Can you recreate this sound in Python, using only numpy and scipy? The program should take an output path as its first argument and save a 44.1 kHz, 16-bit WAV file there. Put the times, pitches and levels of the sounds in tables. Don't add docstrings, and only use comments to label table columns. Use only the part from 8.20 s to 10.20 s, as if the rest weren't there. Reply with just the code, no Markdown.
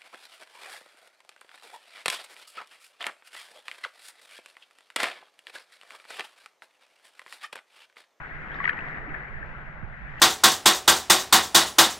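import sys
import numpy as np
from scipy import signal
from scipy.fft import rfft, irfft
from scipy.io import wavfile
from scipy.ndimage import uniform_filter1d

SR = 44100
rng = np.random.default_rng(int(sys.argv[2]) if len(sys.argv) > 2 else 0)


def wrap_up_sound(samples):
    columns = np.atleast_2d(samples).T
    tamed = np.clip(columns, -1, 1)
    steps = np.round(tamed * 32767).astype(np.int16)
    wavfile.write(sys.argv[1], SR, steps)


N = 88200

# start in seconds, length in seconds, ring in Hz, level in dB,
# peak position 0-1, roughness 0-1, left over right in dB, left lead in radians.
SLAP_EVENTS = [(.4417, 0.0069, 1914, -21, 0.4, 0.22, 10.5, 1.1),
               (.4532, .0064, 1912, -16.5, 0.7, 0.11, 8, 2), (.4757, 0.0043, 2090, -17.5, 0.5, 0.1, 8, 2.8),
               (.4786, 0.0044, 1650, -20, 0.5, 0.17, 7.5, 1), (.4936, .0064, 1762, -12, 0, 0.1, 6.5, 1.36),
               (0.505, 0.008, 1705, -27, 0.7, .15, 2.5, 1.5),
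               (0.552, 0.0033, 1600, -32.5, 0.6, 0.16, 4, 1.1),
               (.578, 0.0073, 1876, -28.5, .5, 0.04, 1, 1.2),
               (0.939, 0.008, 1590, -29.5, 0.8, 0.1, 11.5, 2.3),
               (0.947, 0.0052, 1754, -29.5, 0.7, 0.09, 13.5, .5),
               (1.228, 0.0054, 1720, -29, 0.5, 0, 4, 1.86), (1.628, 0.0034, 1420, -37, 0.6, 0.06, -8, 0.57)]
# frequency in Hz, relative density in dB.
SPRAY_SPECTRUM = [(250, -24.5), (700, -34), (1000, -4.5), (1700, 4.5), (2200, 10), (2600, -4),
                  (3300, -26.5), (4500, -31.5), (7000, -49), (10000, -61.5), (14000, -72)]
# start in seconds, pitch in Hz, level in dB, T60 in seconds, left over right in dB.
BUBBLE_EVENTS = [(.058, 1985, -33, .05, 2), (.317, 3100, -40.5, 0.017, 0), (.326, 3280, -46.5, 0.039, 0),
                 (.343, 3620, -38.5, 0.016, -1), (.348, 5370, -57, 0.017, -2.5), (.368, 4780, -56, .04, 1),
                 (.387, 1636, -23.5, 0.039, -1), (0.402, 1113, -24.5, 0.083, 4),
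                 (0.4013, 1967, -25, 0.038, 9.5), (.441, 2820, -22, 0.0078, -2.5),
                 (0.4427, 940, -26, 0.033, 5.5), (0.4513, 3170, -27.5, .011, -1.5),
                 (0.457, 1227, -26.5, 0.048, 6), (.477, 950, -29.5, .018, 4), (0.4804, 1522, -21, 0.033, 7),
                 (0.4919, 4240, -41, .014, -1.5), (0.4916, 2425, -17, 0.019, 2),
                 (.4945, 3110, -24.5, .009, -2.5), (.53, 2850, -29, 0.0095, 2), (.572, 3100, -46, .014, 3),
                 (.59, 2550, -25, .016, -1), (.607, 2780, -32, 0.013, 1), (.879, 292.4, -36, 0.15, -1),
                 (1.139, 1850, -37, 0.056, 7), (1.984, 2660, -37, 0.017, 5)]
# time in seconds, drops per second, base level in dB.
PATTER_CURVE = [(0, 250, -41), (.28, 180, -52.5), (.41, 200, -40), (.48, 340, -26), (.62, 360, -33.5),
                (1, 230, -35), (1.6, 76, -40), (2, 120, -44)]
# time in seconds, level in dB.
CRACKLE_CURVE = [(.28, -88), (.35, -61.5), (.43, -69.5), (.445, -61), (.498, -51.5), (.508, -72),
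                 (.59, -62.5), (.635, -78), (.69, -64), (.8, -81)]
# time in seconds, level before filtering in dB.
TICK_EVENTS = [(.348, -35), (.402, -29), (0.4417, -24), (.453, -22), (.4865, -20.5), (0.4939, -15),
               (.533, -28.5), (.574, -32.5), (.591, -27.5), (.609, -31.5)]
# frequency in Hz, gain in dB.
CRACKLE_SPECTRUM = [(1500, -21), (3000, 6), (4500, -8.5), (7000, -23), (10000, -43), (14000, -49.5)]
# frequency in Hz, relative density in dB.
SLOSH_SPECTRUM = [(120, -24), (220, -3), (300, -3), (450, -4), (700, -12), (1100, -26), (3000, -69.5)]
WASH_SPECTRUM = [(100, -26), (280, -16), (400, -17.5), (700, -9), (1000, -11), (1250, -7.5), (1600, -6),
                 (1950, -2.5), (2300, -12), (2700, -20), (3200, -29), (4000, -38.5), (5000, -46),
                 (7000, -53), (10000, -62.5), (11500, -84), (15000, -79.5)]
WIND_SPECTRUM = [(8, -2.5), (22, 3), (50, -3.5), (80, -7.5), (130, -18.5), (250, -30.5), (600, -50),
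                 (1500, -89.5)]
DRONE_SPECTRUM = [(20, -9), (60, -5.5), (100, -21), (125, -3.5), (145, .5), (170, -10), (220, -13.5),
                  (280, -35), (900, -79.5)]
# time in seconds, level in dB.
SLOSH_CURVE = [(0, -59.5), (.2, -51.5), (.45, -48), (.65, -50), (.85, -51), (1.05, -56), (1.4, -58),
               (1.64, -61.5), (1.77, -76), (1.86, -58.5), (2, -58)]
WIND_CURVE = [(0, -46.5), (.09, -50), (.15, -38.5), (.31, -42.5), (.45, -41.5), (.7, -39.5), (.87, -36.5),
              (1.03, -41.5), (1.22, -34.5), (1.36, -42.5), (1.55, -40.5), (1.72, -39), (1.78, -47),
              (1.85, -43), (2, -41.5)]
# time in seconds, level in dB, treble shelf in dB, low shelf in dB.
WASH_CURVE = [(0, -39.5, 2.5, 3.5), (.2, -39.5, 0.5, -4.5), (.38, -36, 0, 0), (.47, -34.5, 2, -9.5),
              (.55, -35, -3.5, -2), (.68, -35.5, 0, -3), (.84, -39, -2.5, 0.5), (.95, -38.5, 0, 2),
              (1.12, -42.5, 1, 3), (1.32, -42.5, 2, 3), (1.5, -42.5, -1, -2), (1.69, -46.5, 2, 9.5),
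              (1.78, -45, 2.5, 0.5), (1.96, -41.5, 4, -0.5), (2, -40.5, 9.5, 1)]
# time in seconds, centre in Hz.
HOLLOW_CURVE = [(0, 1600), (.55, 1860), (1, 1737), (1.45, 1536), (1.75, 1505), (1.9, 1750), (2, 1800)]
# start in seconds, length in seconds, first and last pitch in Hz, level in dB.
BUFFET_EVENTS = [(1.623, 0.035, 298, 37.5, -26.5), (1.803, 0.076, 68.5, 40, -30)]
# frequency in Hz, coherence 0-1, left lead in radians, left over right in dB.
PORT_RESPONSE = [(250, 0.7, 0.2, -0.5), (450, .8, .5, -0.5), (730, .6, 1, 5), (960, 0.5, 0, 6),
                 (1200, 0.5, 0, 5), (1490, 0.9, 1.17, 8), (1765, 0.7, 2, 5.5), (1980, 0.4, 4.5, 3),
                 (2380, 0.4, 5, 3.5), (2880, 0.1, 5.5, 4), (3780, 0.6, 7, 0), (9000, .3, 8, -1.5)]


def slaps(edge_s=.0011, droop_db=8.5, rise=0.1):
    out, spray = np.zeros((2, N)), signal.hilbert(noise(SPRAY_SPECTRUM))
    for start_s, length_s, hz, db, peak, rough, pan_db, lead_rad in SLAP_EVENTS:
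        t = np.arange(0, length_s, 1 / SR)
        opening = np.sin(np.pi / 2 * np.minimum(t / edge_s, 1))
        closing = np.sin(np.pi / 2 * np.minimum((length_s - t) / edge_s, 1))
        envelope = (opening * closing) ** 2 * amp(db - droop_db * abs(t / length_s - peak))
        cycles = hz * t * (1 + rise * (t / length_s - 1) / 2)
        ring = np.sqrt(1 - rough) * np.exp(2j * np.pi * cycles)
        hiss = np.sqrt(rough) * unit_rms(spray[round(start_s * SR):][:len(t)])
        add(out, start_s, ports(envelope * (ring + hiss), pan_db, lead_rad))
    return out


def bubble(hz, t60_s, rise_per_t60=0.071, attack_s=0.0007):
    t = np.arange(0, 1.5 * t60_s, 1 / SR)
    cycles = hz * (t + rise_per_t60 * t ** 2 / (2 * t60_s))
    attack = 1 - np.exp(-(t / attack_s) ** 2)
    return attack * np.exp(-np.log(1000) * t / t60_s + 2j * np.pi * cycles)


def bubbles():
    out = np.zeros((2, N))
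    for start_s, hz, db, t60_s, pan_db in BUBBLE_EVENTS:
        _, lead_rad, _ = at_hz(PORT_RESPONSE, hz)
        add(out, start_s, ports(amp(db) * bubble(hz, t60_s), pan_db, lead_rad))
    return out


def patter(candidates=1600, low_hz=1350, high_hz=4500, decay_cycles=3.5, spread_db=6):
    out = np.zeros((2, N))
    for when, chance, pitch, size, side, phase in rng.random((candidates, 6)):
        start_s = when * N / SR
        drops_per_s, base_db = at_time(PATTER_CURVE, start_s)
        if chance < drops_per_s * N / SR / candidates:
            hz = low_hz * (high_hz / low_hz) ** pitch
            db = base_db + at_hz(WASH_SPECTRUM, hz)[0] + spread_db * min(-np.log(1 - size), 2)
            ring = amp(db) * bubble(hz, np.log(1000) * decay_cycles / hz)
            _, lead_rad, pan_db = at_hz(PORT_RESPONSE, hz)
            add(out, start_s, ports(ring, pan_db + 8 * (side - .5), lead_rad + 2 * (phase - .5)))
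    return out


def crackle(hits_per_s=500, stereo_scatter=0.5, left_db=-1.5):
    hits = rng.random(N) < hits_per_s / SR
    sizes = rng.standard_normal(N) + stereo_scatter * rng.standard_normal((2, N))
    spray = unit_rms(filtered(hits * sizes, CRACKLE_SPECTRUM)) * level(CRACKLE_CURVE)
    ticks = np.zeros((2, N))
    for start_s, db in TICK_EVENTS:
        add(ticks, start_s, np.full((2, 1), amp(db)))
    return (spray + filtered(ticks, CRACKLE_SPECTRUM)) * amp([[left_db], [0]])


def slosh():
    return level(SLOSH_CURVE) * noise(SLOSH_SPECTRUM)


def wash(patchy_db=1.44, flicker_db=0.32, hollow_db=4, hollow_width_hz=192, treble_hz=2440, low_hz=950):
    hz = np.fft.rfftfreq(512, 1 / SR)
    t = np.arange(N // 128 + 5)[:, None] * 128 / SR
    left_re, left_im, other_re, other_im, patches = rng.standard_normal((5, len(t), len(hz)))
    patches = unit_rms(uniform_filter1d(uniform_filter1d(patches, size=8, axis=0), size=6, axis=1))
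    flicker = unit_rms(uniform_filter1d(rng.standard_normal(len(t)), size=6))[:, None]
    coherence, lead_rad, pan_db = at_hz(PORT_RESPONSE, hz)
    left, other = left_re + 1j * left_im, other_re + 1j * other_im
    right = (coherence * left + np.sqrt(1 - coherence ** 2) * other) * np.exp(-1j * lead_rad)
    _, treble_db, low_db = at_time(WASH_CURVE, t)
    hollow = np.exp(-((hz - at_time(HOLLOW_CURVE, t)[0]) / hollow_width_hz) ** 2)
    colour_db = at_hz(WASH_SPECTRUM, hz)[0] + hollow_db * hollow
    colour_db += patchy_db * patches + flicker_db * flicker
    colour_db += treble_db * hz ** 8 / (hz ** 8 + treble_hz ** 8) + low_db / (1 + (hz / low_hz) ** 4)
    frames = np.array([left * amp(pan_db / 2), right * amp(-pan_db / 2)]) * amp(colour_db)
    _, waves = signal.istft(frames, nperseg=512, noverlap=384, time_axis=1, freq_axis=2)
    return unit_rms(waves[:, :N]) * level(WASH_CURVE)


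def wind(left_db=-27):
    out = level(WIND_CURVE) * np.array([noise(WIND_SPECTRUM), noise(WIND_SPECTRUM)])
    for start_s, length_s, first_hz, last_hz, db in BUFFET_EVENTS:
        progress = np.arange(0, length_s, 1 / SR) / length_s
        hz = first_hz * (last_hz / first_hz) ** progress
        push = amp(db) * np.sin(np.pi * progress) * np.sin(2 * np.pi * np.cumsum(hz) / SR)
        add(out, start_s, np.array([push, push]))
    return out * amp([[left_db], [0]])


def drone(level_db=-47):
    return amp(level_db) * noise(DRONE_SPECTRUM)


def ports(sound, pan_db, lead_rad):
    return np.array([sound * amp(pan_db / 2), sound * amp(-pan_db / 2) * np.exp(-1j * lead_rad)]).real


def amp(db):
    return 10 ** (np.asarray(db) / 20)


def unit_rms(x):
    return x / np.sqrt(np.mean(abs(x) ** 2) + 1e-20)


def at_hz(table, hz):
    knots_hz, *columns = np.transpose(table)
    return [np.interp(np.log(hz + 1), np.log(knots_hz + 1), column) for column in columns]


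def at_time(table, t):
    knots_s, *columns = np.transpose(table)
    return [np.interp(t, knots_s, column) for column in columns]


def level(curve):
    return amp(at_time(curve, np.arange(N) / SR)[0])


def filtered(x, spectrum):
    gain_db = at_hz(spectrum, np.fft.rfftfreq(N, 1 / SR))[0]
    return irfft(rfft(x) * amp(gain_db), N)


def noise(spectrum):
    return unit_rms(filtered(rng.standard_normal(N), spectrum))


def add(mix, start_s, sound):
    part = mix[:, round(start_s * SR):][:, :sound.shape[1]]
    part += sound[:, :part.shape[1]]


def scene():
    return slaps() + bubbles() + patter() + crackle() + slosh() + wash() + wind() + drone()


def record(dry, fade_in_s=.004, cutoff_hz=14000):
    fade = np.minimum(np.arange(N) / SR / fade_in_s, 1)
    lowpass = signal.firwin(255, cutoff_hz, window=("kaiser", 9), fs=SR)
    return signal.oaconvolve(dry * fade, lowpass[None], "same")


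dry = scene()
out = record(dry)
wrap_up_sound(out)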